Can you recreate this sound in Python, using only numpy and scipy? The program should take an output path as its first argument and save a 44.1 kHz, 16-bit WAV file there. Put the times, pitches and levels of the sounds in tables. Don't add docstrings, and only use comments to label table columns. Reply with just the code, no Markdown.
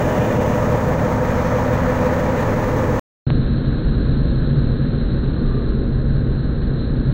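import sys
import numpy as np
from scipy import signal
from scipy.fft import rfft, irfft
from scipy.io import wavfile
from scipy.ndimage import uniform_filter1d, minimum_filter1d

SR = 44100
rng = np.random.default_rng(int(sys.argv[2]) if len(sys.argv) > 2 else 0)


def put_to_file(sound):
    columns = np.atleast_2d(sound).T
    safe = np.clip(columns, -1, 1)
    whole_steps = np.round(safe * 32767)
    wavfile.write(sys.argv[1], SR, whole_steps.astype(np.int16))


N = 314428
TIME = np.arange(N) / SR
FREQS = np.fft.rfftfreq(N, 1 / SR)
NEAR_END_S, DULL_START_S = 2.995, 3.2665
WAVER_DB = 1.7


def near_diesel():
    cycle_hz = 5.957
    # multiple of the cycle rate, relative level in dB.
    strong_orders = [(5, -38), (10, -40), (12, -34), (14, -35), (18, -30), (20, -33), (21, -35.5),
                     (22, -37), (24, -32.5), (25, -40), (36, -34.5), (39, -39), (42, -30), (69, -41),
                     (72, -41), (75, -42), (78, -40), (82, -34), (84, -31.5), (87, -36), (89, -40.5),
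                     (90, -38.5), (94, -39.5), (98, -41), (99, -36.5), (105, -41.5), (140, -44), (149, -46),
                     (160, -43), (162, -42)]
    # frequency in Hz, relative level in dB.
    steady_tones = [(120, -39.5), (178, -36.5), (207, -36.5), (506.5, -36.5), (609.6, -35.5), (914.5, -43),
                    (2006, -60)]
    # frequency in Hz, relative density in dB per Hz.
    body_colour = [(20, -48.5), (60, -46.5), (135, -44.5), (200, -48.5), (290, -50.5), (370, -53.5),
                   (520, -50), (740, -56), (900, -55), (1300, -60), (1900, -65.5), (2800, -77.5),
                   (4500, -84.5), (8000, -110)]
    # frequency in Hz, relative density in dB per Hz.
    hiss_colour = [(2000, -82), (4000, -96.5), (5400, -83.5), (6500, -78.5), (8000, -89.5), (10500, -95.5),
                   (13200, -94), (15600, -82)]
    # frequency in Hz, width in Hz, lift in dB.
    ringing_panels = [(165, 20, 3), (215, 20, 3), (320, 25, 4), (502, 18, 6), (562, 16, 4), (606, 20, 4),
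                      (834, 16, 4), (890, 16, 2.5), (914, 14, 4), (964, 22, 3.5), (1030, 16, 3.5),
                      (1211, 70, 3.5), (1740, 40, 3), (1829, 25, 3), (2006, 45, 2), (2435, 50, 3.5)]
    # frequency in Hz, width in Hz, relative level in dB.
    sizzle_bands = [(1800, 500, -41), (2420, 120, -49), (2860, 450, -47), (3500, 400, -55)]
    # frequency in Hz, width in Hz, peak level in dB.
    whistle_bands = [(5420, 140, -56), (6150, 160, -58)]
    # centre in seconds, reach to either side in seconds, lift in dB.
    drone_surges = [(0.34, 0.1, 1.8), (0.97, 0.14, 2.8), (1.25, 0.06, 4), (1.5, 0.1, 4), (1.89, 0.06, 4.3),
                    (2.05, 0.09, 5), (2.32, 0.045, 3.5), (2.48, 0.05, 2.5), (2.8, 0.17, 3)]

    opening = 1 / (1 + (TIME / 0.6) ** 8)
    spot = swell(at_s=1.96, reach_s=0.83)
    body_db = -1 + 0.9 * opening
    mid_db = -1.25 + 2.5 * spot
    hiss_db = -2 + 2.3 * opening

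    turned = crank(cycle_hz, wander_s=0.00006)
    repeated = shaking(turned, cycle_hz, strong_orders, scatter_db=5.5)
    knocks = clatter(turned, depth=0.21, decay_s=0.0081, uneven_db=1.0)
    engine_tones = from_db(0.27) * hum(turned, strong_orders, WAVER_DB)
    pump_tones = hum(TIME, steady_tones, WAVER_DB)
    sizzle = opening * singing(sizzle_bands)
    whistle = swell(at_s=1.5, reach_s=0.21) * singing(whistle_bands)
    casing_din = din(repeated, knocks, body_colour, ringing_panels, hiss_colour,
                     [body_db, mid_db, hiss_db], flutter_db=0.85)
    engine = engine_tones + pump_tones + sizzle + whistle + casing_din

    from_middle_s = np.minimum(TIME, NEAR_END_S) - NEAR_END_S / 2
    growl_db_per_s, bass_db_per_s = -1.76, 0.9
    engine = rebalanced(engine, (550, 760), growl_db_per_s * from_middle_s)
    engine = rebalanced(engine, (15, 70), bass_db_per_s * from_middle_s)

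    node_db, away_db = -2, 2.5
    low_mid_db = away_db + (node_db - away_db) * swell(at_s=1.48, reach_s=0.98)
    engine = rebalanced(engine, (270, 455), low_mid_db)

    between_surges_db = -1.5
    drone_db = between_surges_db + sum(db * swell(s, reach_s) for s, reach_s, db in drone_surges)
    return rebalanced(engine, (475, 520), drone_db)


def two_diesels():
    slow_hz, fast_hz = 4.468, 6.349
    # multiple of the cycle rate, relative level in dB.
    slow_orders = [(4, -35), (6, -30), (8, -36), (12, -34), (14, -29.5), (24, -39), (29, -36), (30, -35),
                   (33, -37), (34, -38), (40, -43), (54, -39.5), (58, -43.5)]
    # multiple of the cycle rate, relative level in dB.
    fast_orders = [(5, -38), (20, -27.5), (24, -41), (36, -31), (38, -41), (40, -42.5), (42, -42.5),
                   (47, -44), (49, -44), (64, -46.5), (72, -51), (96, -57.5)]
    # frequency in Hz, relative density in dB per Hz.
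    body_colour = [(15, -48.5), (40, -40), (60, -42.5), (88, -45), (140, -40), (190, -48), (250, -46),
                   (350, -54.5), (500, -56.5), (700, -70), (950, -76), (1650, -72), (2200, -87),
                   (3500, -96.5)]
    # frequency in Hz, relative density in dB per Hz.
    hiss_colour = [(1500, -100), (2600, -89), (3450, -86), (4000, -75), (4250, -76.5)]
    # frequency in Hz, width in Hz, lift in dB.
    ringing_panels = [(134, 13, 6.9), (222, 11, 0.94), (398, 8.2, 1.7), (616, 5.4, 3.1), (1590, 150, 2)]
    # time in seconds, relative level in dB.
    treble_curve = [(3.45, -51), (5.6, -53.5), (5.91, -56.5), (6.35, -55.5), (6.7, -56), (7.05, -55)]
    # frequency in Hz, width in Hz, relative level in dB.
    puff_bands = [(4050, 500, -46)]
    # centre in seconds, lift in dB.
    hum_swells = [(3.32, 3.5), (3.9, 4), (4.53, 3.5), (5.38, 2.2), (6.0, 1.4), (6.6, 2.5), (7.07, 3)]

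    treble_s, treble_db = np.transpose(treble_curve)
    swing_db = np.interp(TIME, treble_s, treble_db) - np.mean(treble_db)
    body_db = -0.95 + 0.32 * swing_db
    mid_db = -0.37 + 0.52 * swing_db
    hiss_db = -0.8 + swing_db

    slow = crank(slow_hz, wander_s=0.00036)
    fast = crank(fast_hz, wander_s=0.00015)
    slow_shaking = shaking(slow, slow_hz, slow_orders, scatter_db=6.5)
    fast_shaking = shaking(fast, fast_hz, fast_orders, scatter_db=8.5)
    repeated = (slow_shaking + fast_shaking) / np.sqrt(2)
    knocks = clatter(fast, depth=0.22, decay_s=0.006, uneven_db=1.5)

    tones = hum(slow, slow_orders, WAVER_DB) + hum(fast, fast_orders, waver_db=0.0)
    tones = from_db(-0.76) * tones
    deep = shaped(tones, below(85, order=6))
    tones = tones - deep + from_db(1.8) * deep

    casing_din = din(repeated, knocks, body_colour, ringing_panels, hiss_colour,
                     [body_db, mid_db, hiss_db], flutter_db=0.47)
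    engines = tones + casing_din
    ring_s = 5.57
    engines = rebalanced(engines, (300, 450), 2.5 * swell(ring_s, reach_s=0.48))
    engines = rebalanced(engines, (205, 260), 1 * swell(DULL_START_S, reach_s=1))
    between_swells_db = -1.6
    hum_db = between_swells_db + sum(db * swell(s, reach_s=0.12) for s, db in hum_swells)
    engines = rebalanced(engines, (112, 156), hum_db)
    puff = swell(at_s=6.82, reach_s=0.075) * singing(puff_bands)
    return engines + rumble() + puff + passing_ring(ring_s)


def crank(cycle_hz, wander_s):
    return cycle_hz * (TIME + wander_s * drift(0.9))


def hum(turned, orders, waver_db):
    out = np.zeros(N)
    for multiple, db in orders:
        steps = rng.standard_normal(16)
        waver = np.interp(TIME, np.linspace(0, TIME[-1], len(steps)), steps)
        tone = np.sin(2 * np.pi * (multiple * turned + rng.random()))
        out += from_db(db + waver_db * waver) * tone
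    return np.sqrt(2) * out


def shaking(turned, cycle_hz, strong, scatter_db, size=32768):
    count = int(SR / 8 / cycle_hz)
    strength = np.r_[0, from_db(scatter_db * rng.uniform(-1, 1, count))]
    strength[[round(multiple) for multiple, db in strong]] = 0
    phase = np.exp(2j * np.pi * rng.random(count + 1))
    cycle = irfft(strength * phase, size)
    return 0.5 * rms_one(np.interp(turned % 1 * size, np.arange(size), cycle))


def clatter(turned, depth, decay_s, uneven_db, count=12):
    places = (np.arange(count) + rng.uniform(-0.25, 0.25, count)) / count
    strength = from_db(uneven_db * rng.standard_normal(count))
    cycle_s = TIME[-1] / (turned[-1] - turned[0])
    grid = np.linspace(0, 1, 1024)
    age_s = ((grid - places[:, None]) % 1) * cycle_s
    knocks = strength @ np.exp(-age_s / decay_s)
    return rms_one(np.interp(turned % 1, grid, 1 + depth * knocks))


def din(repeated, knocks, body, panels, hiss, levels_db, flutter_db):
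    # frequency in Hz, share of power (0-1).
    repeating_share = [(30, 0.16), (150, 0.5), (500, 0.58), (1000, 0.45), (1900, 0.31), (3500, .03)]
    body_gain, mid_gain, hiss_gain = from_db(levels_db)
    share = np.clip(at_hz(repeating_share), 0, 1)
    turbulence = shaped(rng.standard_normal(N), np.sqrt(1 - share))
    force = shaped(repeated, np.sqrt(share)) + turbulence
    casing = shaped(coloured(force, body), steel(panels))
    low = shaped(casing, below(760, order=4))
    air = coloured(rng.standard_normal(N), hiss)
    flutter = from_db(flutter_db * drift(18))
    upper = (casing - low) * mid_gain + air * hiss_gain
    return low * body_gain + knocks * flutter * upper


def steel(panels, count=1000):
    ripple_db = 1.7
    grid = np.linspace(0, SR / 2, count)
    ripple = np.interp(FREQS, grid, rng.standard_normal(count)) * below(2900, order=2)
    lift_db = sum(db / (1 + (2 * (FREQS - hz) / width_hz) ** 2) for hz, width_hz, db in panels)
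    return from_db(lift_db + ripple_db * ripple * (1 - below(420, order=2)))


def singing(rows):
    return sum(from_db(db) * resonance(hz, width_hz) for hz, width_hz, db in rows)


def rumble():
    # centre in seconds, reach to either side in seconds, pitch in Hz, relative level in dB.
    booms = [(3.67, 0.07, 35, -24), (3.89, 0.14, 44, -22), (4.47, 0.11, 28, -20), (4.78, 0.11, 28, -24.5),
             (5.03, 0.06, 45, -23), (5.16, 0.08, 26, -24), (5.39, 0.13, 33, -21), (5.73, 0.1, 51, -22),
             (6.62, 0.12, 28, -26), (7.03, 0.11, 44, -22)]
    waver_hz = 3
    out = np.zeros(N)
    for s, reach_s, hz, db in booms:
        turned = np.cumsum(hz + waver_hz * drift(8)) / SR + rng.random()
        out += from_db(db) * swell(s, reach_s) * np.sin(2 * np.pi * turned)
    return np.sqrt(2) * out


def passing_ring(at_s):
    centre_hz, waver_hz, rough_width_hz = 1192, 10, 90
    rise_s, fall_s = 0.26, 0.11
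    tone_db, rough_db = -47, -48.5
    hz = centre_hz + waver_hz * drift(25)
    envelope = swell(at_s, np.where(TIME < at_s, rise_s, fall_s))
    sine = np.sqrt(2) * np.sin(2 * np.pi * np.cumsum(hz) / SR)
    tone = from_db(tone_db) * envelope ** 2 * sine
    rough = from_db(rough_db) * envelope * resonance(centre_hz, rough_width_hz)
    return tone + rough


def click():
    age_s = TIME - 3.3037
    return from_db(-13.5) * -np.sign(age_s) * np.exp(-np.abs(age_s) / 0.0011)


def swell(at_s, reach_s):
    return np.exp(-((TIME - at_s) / reach_s) ** 2)


def rebalanced(x, band_hz, lift_db):
    low_hz, high_hz = band_hz
    band = shaped(x, below(high_hz, order=40) * (1 - below(low_hz, order=40)))
    return x + (from_db(lift_db) - 1) * band


def resonance(hz, width_hz):
    return rms_one(shaped(rng.standard_normal(N), 1 / (1 + (2 * (FREQS - hz) / width_hz) ** 2)))


def drift(rate_hz):
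    return rms_one(shaped(rng.standard_normal(N), below(rate_hz, order=2)))


def coloured(white, spectrum):
    return shaped(white, from_db(at_hz(spectrum)) * np.sqrt(SR / 2))


def at_hz(points):
    hz, value = np.transpose(points)
    return np.interp(np.log(FREQS + 1e-3), np.log(hz), value)


def shaped(x, gain):
    return irfft(rfft(x) * gain, N)


def below(hz, order):
    return 1 / np.sqrt(1 + (FREQS / hz) ** (2 * order))


def from_db(db):
    return 10 ** (np.asarray(db) / 20)


def rms_one(x):
    return x / np.sqrt(np.mean(x ** 2) + 1e-20)


def scene():
    both = np.array([near_diesel(), two_diesels() + click()])
    high_pass = signal.butter(2, 12, "high", fs=SR, output="sos")
    near, dull = signal.sosfilt(high_pass, both)
    fade_s = [DULL_START_S, DULL_START_S + 0.002, TIME[-1] - 0.003, TIME[-1]]
    opened = np.interp(TIME, fade_s, [0, 1, 1, 0])
    dull = shaped(dull * opened, below(4270, order=200))
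    return (near * (TIME < NEAR_END_S) + dull)[None]


def record(dry):
    ceiling, reaction_s = 0.49, 0.008
    size = int(reaction_s * SR)
    gain = minimum_filter1d(ceiling / np.maximum(np.abs(dry[0]), ceiling), 2 * size)
    gain = uniform_filter1d(uniform_filter1d(gain, size), size)
    return shaped(dry[0] * gain, below(15750, order=150))[None]


dry = scene()
out = record(dry)
put_to_file(out)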